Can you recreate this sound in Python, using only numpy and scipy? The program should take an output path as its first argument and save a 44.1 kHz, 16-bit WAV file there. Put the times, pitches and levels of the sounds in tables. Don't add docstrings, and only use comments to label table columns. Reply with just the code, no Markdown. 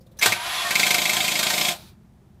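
import sys
import numpy as np
from scipy import signal
from scipy.fft import rfft, irfft
from scipy.io import wavfile
from scipy.ndimage import uniform_filter1d

SR = 44100
rng = np.random.default_rng(int(sys.argv[2]) if len(sys.argv) > 2 else 0)


def to_wav(s):
    ch = np.atleast_2d(s).T
    pcm = np.round(np.clip(ch, -1, 1) * 32767)
    wavfile.write(sys.argv[1], SR, pcm.astype(np.int16))


N = 105840

# frequency in Hz, relative level in dB.
RUMBLE_COLOUR = [(18, -33), (30, -4), (64, 5.5), (172, 2.5), (211, 4.5), (344, -24), (400, -34),
                 (520, -62.5), (880, -120)]
AIR_COLOUR = [(150, -45), (250, -24), (346, -4), (473, -18.5), (678, -16), (4000, -39), (5200, -69),
              (8800, -120)]
COAST_COLOUR = [(530, -37), (900, -1), (1050, -8), (1300, -3), (1980, -11), (2330, -3), (2790, -8.5),
                (3800, 0), (6650, -11), (12100, -12), (15500, -13.5)]
# time in seconds, level in dB.
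AIR_LEVEL = [(0, -66.5), (.2, -58.5), (1.9, -61), (2.1, -64.5), (2.16, -62), (2.4, -64)]
COAST_LEVEL = [(1.74, -35), (1.784, -47), (1.892, -54), (1.99, -85)]
# frequency in Hz, seconds to fall 60 dB.
CABIN_DECAY = [(300, 0.41), (1000, 0.12), (4000, 0.037), (12000, 0.058)]
# time in seconds, relative level in dB, ring in Hz, low knock in dB.
SWITCH_CLICKS = [(0.0084, -40.5, 4830, -52.5), (0.064, -40.5, 3820, -53), (0.115, -41.5, 3730, -54),
                 (0.1697, -33.5, 3800, -53.5)]
# multiple of the base pitch, width of its fuzz in Hz.
WHINE_ORDERS = [(0.998, 16), (1.64, 18.4), (3.01, 90)]
# time in seconds, base pitch in Hz, then the level of each tone in dB.
WIND_UP = [(0.339, 923, -44, -37, -57.5), (.41, 956, -31.5, -44, -80), (.46, 1010, -55, -55, -51),
           (.53, 1157, -67, -34, -42), (.575, 1145, -40, -49, -32.5), (.63, 1119, -39.5, -42, -27),
           (.665, 1117, -29, -27.5, -44), (.7, 1090, -42, -39, -43)]
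# time in seconds, gain in dB, load from 0 (winding up) to 1 (chattering).
MOTOR_RUN = [(.2, -52, 0), (.23, -20, 0.86), (.3, -27, 0.67), (.39, -34.5, 0.055), (.47, -30, 0.18),
             (.58, -28, 0.19), (.67, -28.5, 0.28), (.74, -30, 0.53), (.8, -25.5, 0.9), (1.0, -27.5, 0.89),
             (1.35, -28, 0.91), (1.7, -27, 1), (1.73, -31, 0.76), (1.78, -61, 1)]
# frequency in Hz, width in Hz, relative level in dB.
HOUSING_HUMS = [(628, 49, -19), (716.3, 54, -17), (975, 90, -24), (2100, 70, -24), (2304, 60, -26),
                (2630, 40, -22), (3000, 40, -27), (3255, 160, -19.5), (3780, 200, -15)]
# frequency in Hz, relative level in dB.
WINDING_COLOUR = [(240, -49.5), (400, -16.5), (560, -30), (705, -3), (784, -9), (1130, -5.5), (1260, -5.5),
                  (2800, -6.5), (3460, -6), (8530, -22.5), (11200, -14), (15500, -46.5)]
LOADED_COLOUR = [(180, -29), (300, -4), (476, -13), (720, -3), (1030, -10.5), (1700, -10), (2300, -5),
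                 (2800, -8.5), (3340, -2.5), (5000, -5), (5800, -8.5), (7800, -4), (10100, -16.5),
                 (11700, -12.5), (15500, -19.5)]
CRACK_COLOUR = [(300, -31), (800, -11.5), (1500, -11), (2500, -4), (4300, -0.5), (5700, -6.5), (7800, -7),
                (10000, -13), (12000, -11), (15500, -19.5)]
# frequency in Hz, relative level in dB, seconds to fall 60 dB.
HULL_MODES = [(166.9, -9, 0.28), (207.4, 1.5, 0.086), (350, -6.5, 0.25)]
RELAY_MODES = [(1743, -8.5, 0.018), (3026, -8, 0.0056), (4100, -8.5, 0.007), (6008, 3, 0.0065)]
CASING_MODES = [(2148, 8, 0.036), (2293, 4, 0.061), (2445, -4, 0.068), (2618, -2.5, 0.078)]
REBOUND_MODES = [(2324, 2, 0.072), (2600, -5.5, 0.022), (3260, 1.5, 0.014), (3645, -2.5, 0.018)]
BLOCK_MODES = [(727, -6.5, 0.035), (980, -5.5, 0.034), (1208, -8.5, 0.036), (1558, 3.5, 0.043),
               (1780, 2.5, 0.027), (1877, 6.5, 0.02)]
TOOTH_MODES = [(3318, -3, 0.055), (3480, -13.5, 0.045), (3684, -2.5, 0.03), (3890, -5, 0.045),
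               (4390, -6, 0.024), (4680, -5, 0.019), (4940, -5.5, 0.028), (5220, -6, 0.043),
               (6650, -3.5, 0.031), (7570, -5.5, 0.025), (8830, -3, 0.022)]
# time in seconds, then relative levels in dB of the crack, the casing,
# the teeth and the block (these two added to the crack's), and the hull thud.
PINION_BLOWS = [(0.2152, -16, -18, -11, -16, -56), (0.2265, -10, -6.5, -13, -45, -40),
                (0.2605, 0, -18, -22, -7, -29.5), (0.3223, -8, -10.5, -28, -13, -32.5),
                (0.7088, -8.5, -14.5, -19, -6, -36.5), (0.7557, -6, -7, -21, -50, -32),
                (0.797, -5, -15, -29, -12.5, -31), (0.832, -12, -7.5, -13, -35, -32),
                (0.867, -6, -14.5, -13, -14, -32), (0.9079, -4, -10, -17, -14.5, -29.5),
                (0.945, -3.5, -11, -32, -17, -36.5), (0.9838, -12.5, -13.5, -2.5, -9.5, -31),
                (1.0188, -13.5, -21, 0.5, -27, -32), (1.056, -11, -12, -5.5, -35, -34.5),
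                (1.0954, -7.5, -11, -30, -17, -33.5), (1.1336, -10.5, -18, -3, -12.5, -34.5),
                (1.1688, -8, -21, -10.5, -15, -32), (1.206, -14.5, -15.5, 2.5, -25, -35.5),
                (1.245, -10.5, -19.5, -3, -25, -32.5), (1.2817, -10, -17, -8, -27, -32.5),
                (1.3178, -15.5, -21, 2.5, -12, -33), (1.3555, -15, -14.5, 1.5, -14, -34),
                (1.3929, -7, -20, -18, -19.5, -33), (1.4311, -7, -21, -8, -15, -33.5),
                (1.4677, -14, -18, 0.5, -15.5, -30.5), (1.5028, -8, -22.5, -37, -13, -39),
                (1.5392, -14.5, -19, -1, -12.5, -32), (1.58, -9.5, -16.5, -8, -35, -30.5),
                (1.6121, -11, -17.5, -2.5, -11, -32), (1.6499, -12.5, -18, -1.5, -34.5, -33),
                (1.686, -10.5, -16, -2, -37, -29)]


def amp(db):
    return 10 ** (np.asarray(db) / 20)


def unit_rms(x):
    return x / np.sqrt(np.mean(x ** 2) + 1e-20)


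def at_hz(points, hz):
    f, value = np.transpose(points)
    return np.interp(np.log(hz + 1), np.log(f + 1), value)


def track(rows, column=1):
    rows = np.array(rows)
    return np.interp(np.arange(N) / SR, rows[:, 0], rows[:, column])


def gate(rows, fade_s):
    t = np.arange(N) / SR
    return np.clip(np.minimum(t - rows[0][0], rows[-1][0] - t) / fade_s, 0, 1)


def highpass(x, hz):
    return signal.sosfilt(signal.butter(4, hz, "high", fs=SR, output="sos"), x)


def coloured(x, points):
    gain = amp(at_hz(points, np.fft.rfftfreq(N, 1 / SR)))
    return unit_rms(irfft(rfft(x) * gain, N))


def grit(per_s, spread_db):
    size = amp(spread_db * np.minimum(rng.exponential(1, N), 5)) * rng.choice([-1., 1.], N)
    return unit_rms(size * (rng.random(N) < per_s / SR))


def resonate(x, hz, width_hz):
    turn = np.exp(2j * np.pi * np.cumsum(hz * np.ones(N)) / SR)
    pole = np.exp(-np.pi * width_hz / SR)
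    return 2 * (turn * signal.lfilter([1 - pole], [1, -pole], x / turn)).real


def strikes(times, levels_db):
    train = np.zeros(N)
    train[np.round(np.array(times) * SR).astype(int)] = amp(levels_db)
    return train


def bursts(times, levels_db, rise_s, t60):
    t = np.arange(SR // 4) / SR
    shape = np.minimum(t / rise_s, 1) * amp(-60 * t / t60)
    return np.abs(signal.fftconvolve(strikes(times, levels_db), shape)[:N])


def ring(x, modes, swell_s=1e-4):
    t = np.arange(SR // 4) / SR
    tap = sum(amp(db - 60 * t / t60) * np.sin(2 * np.pi * hz * t) for hz, db, t60 in modes)
    return signal.fftconvolve(x, tap * np.minimum(t / swell_s, 1))[:N]


def rumble():
    lump = int(0.013 * SR)
    lumps_db = unit_rms(uniform_filter1d(uniform_filter1d(rng.standard_normal(N), lump), lump))
    low = unit_rms(coloured(rng.standard_normal(N), RUMBLE_COLOUR) * amp(lumps_db))
    air = amp(track(AIR_LEVEL) + lumps_db) * coloured(rng.standard_normal(N), AIR_COLOUR)
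    hiss = signal.lfilter([.6], [1, -.4], rng.standard_normal(N))
    return amp(-51.5) * low + air + amp(-69) * hiss


def cabin(x):
    taps = np.zeros(SR // 2)
    slots = np.arange(130, SR // 2 - 20, 20)
    taps[slots + rng.integers(0, 20, len(slots))] = rng.choice([-1., 1.], len(slots))
    hz, t, bands = signal.stft(taps, SR, nperseg=256)
    decay = amp(-60 * t / at_hz(CABIN_DECAY, hz)[:, None])
    tail = signal.istft(bands * decay, SR, nperseg=256)[1]
    echoes = signal.fftconvolve(x, tail / np.linalg.norm(tail))[:N]
    return x + amp(-6) * highpass(echoes, 601)


def mount_boom():
    hz, db, t60 = 109, -29, .3
    return ring(strikes([.262], [0]), [(hz, db, t60)], swell_s=.03)


def hull_thuds():
    push_s, lead_s = 0.0016, 0.0037
    times, thud_db = np.transpose(PINION_BLOWS)[[0, -1]]
    push = np.hanning(int(push_s * SR) + 3)
    pushes = signal.fftconvolve(strikes(times - lead_s, thud_db), push / push.sum())[:N]
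    return highpass(ring(pushes, HULL_MODES), 124)


def pinion_coast():
    hiss = coloured(rng.standard_normal(N), COAST_COLOUR)
    return gate(COAST_LEVEL, fade_s=0.022) * amp(track(COAST_LEVEL)) * hiss


def switch_clicks():
    knock_mode = (527, 3, .08)  # Hz, dB, seconds to fall 60 dB
    bright_noise = signal.lfilter([1, -.5], [1], rng.standard_normal(N))
    out = np.zeros(N)
    for s, db, ring_hz, knock_db in SWITCH_CLICKS:
        puff = bursts([s - .002], [db - 20], rise_s=0.0079, t60=0.08) * bright_noise
        out += puff + 2 * amp(13) * resonate(puff, ring_hz, width_hz=440)
        out += ring(strikes([s], [knock_db]), [knock_mode])
    return out


def relay():
    snap = bursts([0.1875], [0], rise_s=0.011, t60=.04) * rng.standard_normal(N)
    return amp(-30) * ring(snap, RELAY_MODES) + amp(-21) * highpass(snap, 1400)


def motor_whine(clean_share=0.73):
    pitch_hz = track(WIND_UP)
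    turns = np.cumsum(pitch_hz) / SR
    out = np.zeros(N)
    for i, (order, width_hz) in enumerate(WHINE_ORDERS):
        tone = np.sqrt(2) * np.sin(2 * np.pi * order * turns)
        fuzz = unit_rms(resonate(rng.standard_normal(N), order * pitch_hz, width_hz))
        out += amp(track(WIND_UP, column=2 + i)) * (clean_share * tone + (1 - clean_share) * fuzz)
    return gate(WIND_UP, fade_s=0.0089) * out


def motor_grind(grit_share=0.36):
    load = track(MOTOR_RUN, column=2)
    drive = grit_share * grit(per_s=6000, spread_db=4.5) + (1 - grit_share) * rng.standard_normal(N)
    body = (1 - load) * coloured(drive, WINDING_COLOUR) + load * coloured(drive, LOADED_COLOUR)
    hums = sum(amp(db) * unit_rms(resonate(drive, hz, width)) for hz, width, db in HOUSING_HUMS)
    sizzle = amp(-16) * unit_rms(resonate(drive, hz=11780, width_hz=130))
    body += (0.32 + 0.55 * load) * hums + load ** 2 * sizzle
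    return gate(MOTOR_RUN, fade_s=0.0068) * amp(track(MOTOR_RUN)) * highpass(body, 250)


def casing_clanks():
    swell_s, rebound_s = 0.0025, 0.013
    times, _, casing_db = np.transpose(PINION_BLOWS)[:3]
    polarity = rng.choice([-1., 1.], N)
    knock = ring(polarity * strikes(times - swell_s / 2, casing_db - 6), CASING_MODES, swell_s)
    rebound = ring(polarity * strikes(times + rebound_s, casing_db - 12.5), REBOUND_MODES, swell_s)
    return highpass(knock + rebound, 331)


def pinion_blows():
    rise_s, t60 = 0.0028, 0.07
    tooth_kinds, detune, vary_db = 5, .015, 5
    times, crack_db, _, teeth_db, block_db, _ = np.transpose(PINION_BLOWS)
    starts = times - rise_s
    scrape = grit(per_s=16000, spread_db=0.85)
    out = amp(-9.5) * coloured(scrape, CRACK_COLOUR) * bursts(starts, crack_db, rise_s, t60)
    out += ring(scrape * bursts(starts, crack_db + block_db - 30.5, rise_s, .9 * t60), BLOCK_MODES)
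    for kind, offsets in enumerate(rng.uniform(-0.88, 1, (tooth_kinds, len(TOOTH_MODES), 2))):
        modes = [(hz * (1 + detune * sharper), db + vary_db * louder, decay_s)
                 for (hz, db, decay_s), (sharper, louder) in zip(TOOTH_MODES, offsets)]
        hits = slice(kind, None, tooth_kinds)
        push = bursts(starts[hits], crack_db[hits] + teeth_db[hits] - 27, rise_s, 0.61 * t60)
        out += ring(push * scrape, modes)
    return highpass(out, 331)


def scene():
    clanks, echo_share = casing_clanks(), 0.451
    mono = cabin(pinion_blows() + echo_share * clanks + switch_clicks() + relay() + motor_grind())
    mono += motor_whine() + (1 - echo_share) * clanks
    mono += hull_thuds() + mount_boom() + pinion_coast() + rumble()
    return np.array([mono, mono])


def record(dry):
    lowpass = signal.firwin(801, 15600, window=("kaiser", 12), fs=SR)
    return signal.oaconvolve(dry, lowpass[None], "same")


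dry = scene()
out = record(dry)
to_wav(out)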